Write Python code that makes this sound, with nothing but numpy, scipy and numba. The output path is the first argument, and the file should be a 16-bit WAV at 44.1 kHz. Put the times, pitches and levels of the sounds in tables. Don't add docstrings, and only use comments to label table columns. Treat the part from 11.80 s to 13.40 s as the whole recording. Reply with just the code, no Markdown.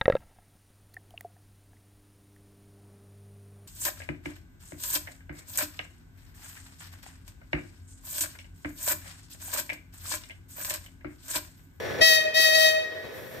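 import sys
import numpy as np
from scipy import signal
from scipy.fft import rfft, irfft
from scipy.io import wavfile
from scipy.ndimage import uniform_filter1d
from numba import njit

SR = 44100
rng = np.random.default_rng(int(sys.argv[2]) if len(sys.argv) > 2 else 0)


def generate_wav(sig):
    pcm = np.round(np.clip(np.atleast_2d(sig).T, -1, 1) * 32767).astype(np.int16)
    wavfile.write(sys.argv[1], SR, pcm)


N = 70560

# f/Hz, relative density level/dB
YARD_SPECTRUM = [(18, -57), (30, -34), (92, -4), (177, -13.5), (284, -7), (443, 0), (591, -2.5),
                 (656, -5.5), (728, -10.5), (970, -13.5), (1590, -15), (1720, -6.5), (2910, -23),
                 (3400, -19.5), (5040, -27), (5740, -29), (8500, -38), (12900, -40), (15500, -38)]
RUMBLE_DB, RUMBLE_WAVER_DB = -32.5, 1.68
RUMBLE_SHARED = 0.29
BACKGROUND_LOW_HZ = 47.6
# f/Hz, level/dB
WHINE_TONES = [(108, -58.5), (519, -46.5), (1498, -52), (1706, -49.5), (3460, -57), (5642, -57)]

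# t/s, length/s, level/dB
WIND_BUFFETS = [(0.09, 0.086, -48), (0.223, 0.0083, -37), (0.41, 0.0091, -37), (1.257, 0.013, -35.5),
                (1.464, 0.12, -42.5), (1.603, .03, -33.5)]

# t/s, f/Hz of the third harmonic,
# steam flow as hiss level/dB, overtone level/dB, fundamental level/dB
BLAST_COURSES = [
    [(0.218, 1931, -52, -30, -31), (0.234, 1936, -36, -24, -29.5), (0.276, 1915, -30, -21, -29),
     (0.326, 1898, -31, -23.5, -27.5), (0.358, 1898, -33, -25, -32), (0.392, 1881, -44.5, -29.5, -29),
     (0.416, 1889, -43.5, -37.5, -59.5), (0.46, 1881, -56, -43, -28.5)],
    [(0.547, 1904, -42, -32, -32), (0.577, 1924, -36.5, -24.5, -28.5), (0.621, 1909, -30, -25, -35),
     (0.669, 1894, -33.5, -25, -27), (0.721, 1893, -38.5, -31.5, -30.5), (0.751, 1919, -36.5, -23, -24.5),
     (0.795, 1895, -31, -28.5, -24), (0.849, 1900, -33, -24, -24), (0.889, 1896, -37, -26, -26),
     (0.935, 1881, -46, -39, -44.5), (0.97, 1888, -55, -39, -34)],
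]
FULL_FLOW_DB, FULL_TONE_DB, FULL_BASE_DB = -29.5, -20.5, -26.5
# multiple of the fundamental, relative level/dB, left minus right level/dB
PIPE_HARMONICS = [(1, -18, 2), (2, -34.5, 1), (3, -15, 6), (4, -22.5, 6), (5, -21.5, 4.5), (6, -18.5, 6),
                  (7, -20, 0), (8, -20, 3), (9, -26, -1), (10, -31.5, 14), (11, -29.5, 6), (12, -40, 12.5),
                  (14, -42.5, 17.5), (15, -37, 6), (16, -47, -4), (17, -41.5, 24), (18, -41.5, -4),
                  (19, -50, -2)]
TONE_DB = 8
FOLLOW_FLOW, FOLLOW_PER_HARMONIC = 0.23, 0.1
ATTACK_S, RELEASE_S = 0.013, 0.059
SCOOP_HZ = 22.13
JITTER, FLUTTER_DB = 0.0038, 0.98
TURBULENCE = 0.05

# f/Hz, relative density level/dB
JET_SPECTRUM = [(300, -14), (900, -12.5), (1600, 0.5), (2250, -11), (3000, 2.5), (4200, 6), (5000, 8),
                (5700, 2.5), (7000, -2.5), (8800, -5), (11300, 3), (13500, 0), (15500, 2.5)]
JET_DB, JET_PAN_DB = -16, 4
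JET_SCATTER_DB = -0.5
JET_PULSING = 0.4
JET_COMB = 0.45
PORT_LAG_S = 0.0005

# delay t/s, level/dB, left minus right level/dB
WALL_ECHOES = [(.092, -14, 2), (.16, -19, -1)]
ECHO_TOP_HZ = 2150
RING_DB, RING_T60_S, RING_TOP_HZ, RING_ONSET_S = -11.5, 1.32, 2230, 0.049

# t/s, level/dB of its narrow band
LEAK_COURSE = [(.2, -59), (1.15, -52.5), (1.32, -51), (1.36, -42.5), (1.45, -45.5), (1.53, -43), (1.6, -45)]
LEAK_HZ, LEAK_WIDTH_HZ = 13000, 1400
LEAK_SKIRT_DB = -2

AGC_DB, AGC_RATIO, AGC_ATTACK_S, AGC_RELEASE_S = -20.5, 3.06, 0.018, 4.5
CEILING, TOP_HZ = 0.95, 15650


def undb(db):
    return 10 ** (np.asarray(db) / 20)


def unit(x):
    return x / np.sqrt(np.mean(x ** 2))


def lowpass(x, hz, order=2):
    sections = signal.butter(order, min(hz, 0.45 * SR), fs=SR, output="sos")
    return signal.sosfilt(sections, x)


def highpass(x, hz):
    return signal.sosfilt(signal.butter(3, hz, "high", fs=SR, output="sos"), x)


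def noise(points):
    hz, db = np.array(points, float).T
    f = np.maximum(np.fft.rfftfreq(N, 1 / SR), 1)
    gain = undb(np.interp(np.log(f), np.log(hz), db))
    return unit(irfft(rfft(rng.standard_normal(N)) * gain, N))


def band(hz, width_hz):
    f = np.fft.rfftfreq(N, 1 / SR)
    resonance = 1 / (1 + ((f - hz) / width_hz * 2) ** 2)
    return unit(irfft(rfft(rng.standard_normal(N)) * resonance, N))


def walk(rate_hz):
    return unit(lowpass(rng.standard_normal(N), rate_hz))


def delay(x, s):
    return np.concatenate([np.zeros(int(s * SR)), x])[:N]


def place(x, pan_db, lag_s=0.0):
    left = x * undb(pan_db / 2)
    right = delay(x, lag_s) * undb(-pan_db / 2)
    return np.array([left, right])


def engines(t):
    common = place(noise(YARD_SPECTRUM), pan_db=4.5)
    separate = np.array([noise(YARD_SPECTRUM), noise(YARD_SPECTRUM)])
    rumble = np.sqrt(RUMBLE_SHARED) * common + np.sqrt(1 - RUMBLE_SHARED) * separate
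    whine = 0
    for hz, db in WHINE_TONES:
        amplitude = np.sqrt(2) * undb(db + 1.04 * walk(7.7))
        phase = 2 * np.pi * np.cumsum(hz + 0.6 * walk(21)) / SR
        whine = whine + amplitude * np.sin(phase)
    return rumble * undb(RUMBLE_DB + RUMBLE_WAVER_DB * walk(18)) + whine


def wind(t):
    gust = sum(undb(db) * np.exp(-((t - s) / length) ** 2) for s, length, db in WIND_BUFFETS)
    return gust * np.array([undb(3.5) * band(134, 130), undb(-3) * band(126, 90)])


def jet(pitch_hz):
    common = place(noise(JET_SPECTRUM), JET_PAN_DB, PORT_LAG_S)
    scattered = np.array([noise(JET_SPECTRUM), noise(JET_SPECTRUM)])
    hiss = common + undb(JET_SCATTER_DB) * scattered
    return hiss + JET_COMB * np.roll(hiss, int(SR / pitch_hz), axis=1)


def whistle(t, blast):
    at, third_hz, flow, tone, base = np.array(blast).T
    pitch = third_hz / 3
    attack = np.clip((t - at[0]) / ATTACK_S + 1, 0, 1) ** 2
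    gate = attack * np.exp(-np.maximum(t - at[-1], 0) / RELEASE_S)
    flow_db = np.interp(t, at, flow) - FULL_FLOW_DB
    tone_db = np.interp(t, at, tone) - FULL_TONE_DB
    base_db = np.interp(t, at, base) - FULL_BASE_DB

    scoop = SCOOP_HZ * np.exp(-np.maximum(t - at[0] + ATTACK_S, 0) / ATTACK_S)
    hz = (np.interp(t, at, pitch) - scoop) * (1 + JITTER * walk(218))
    phase = 2 * np.pi * np.cumsum(hz) / SR

    pipe = 0
    for k, db, pan_db in PIPE_HARMONICS:
        follow_share = min(FOLLOW_FLOW + FOLLOW_PER_HARMONIC * k, 1)
        swell_db = base_db if k == 1 else tone_db * follow_share
        size = undb(TONE_DB + db + swell_db + FLUTTER_DB * walk(21))
        turbulence = TURBULENCE * (walk(80) + 1j * walk(120))
        partial = np.real((1 + turbulence) * np.exp(1j * k * phase))
        pipe = pipe + place(gate * size * partial, pan_db, PORT_LAG_S)

    pulsing = 1 + JET_PULSING * np.cos(phase)
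    return pipe + gate * undb(JET_DB + flow_db) * pulsing * jet(pitch.mean())


def reflections(t, x):
    dull = lowpass(x, ECHO_TOP_HZ, order=1)
    echoes = sum(place(delay(dull, s) * undb(db), pan_db, PORT_LAG_S) for s, db, pan_db in WALL_ECHOES)
    decay = undb(-60 * t / RING_T60_S) * (1 - np.exp(-t / RING_ONSET_S))
    response = unit(rng.standard_normal((2, N)) * decay) / np.sqrt(N)
    ring = signal.fftconvolve(lowpass(x, RING_TOP_HZ)[None], response, axes=1)[:, :N]
    return echoes + undb(RING_DB) * ring


def leak(t):
    ports = [band(LEAK_HZ, LEAK_WIDTH_HZ) + undb(LEAK_SKIRT_DB) * band(8320, 17000) for _ in range(2)]
    return np.array(ports) * undb(np.interp(t, *np.array(LEAK_COURSE).T))


def scene():
    t = np.arange(N) / SR
    background = highpass(engines(t) + wind(t), BACKGROUND_LOW_HZ)
    direct = sum(whistle(t, blast) for blast in BLAST_COURSES)
    return background + direct + reflections(t, direct[0]) + leak(t)


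@njit
def follow(x, attack, release):
    out, e = np.empty(len(x)), 0.
    for i in range(len(x)):
        e += (x[i] - e) * (attack if x[i] > e else release)
        out[i] = e
    return out


def record(dry):
    power = uniform_filter1d(np.mean(dry ** 2, axis=0), size=128)
    loud = follow(np.sqrt(np.abs(power)), 1 / (AGC_ATTACK_S * SR), 1 / (AGC_RELEASE_S * SR))
    excess = np.maximum(loud / undb(AGC_DB), 1)
    ducked = dry * excess ** (1 / AGC_RATIO - 1)
    rounded = ducked / (1 + (ducked / CEILING) ** 6) ** (1 / 6)
    return signal.sosfilt(signal.ellip(14, 0.2, 90, TOP_HZ, fs=SR, output="sos"), rounded)


dry = scene()
out = record(dry)
generate_wav(out)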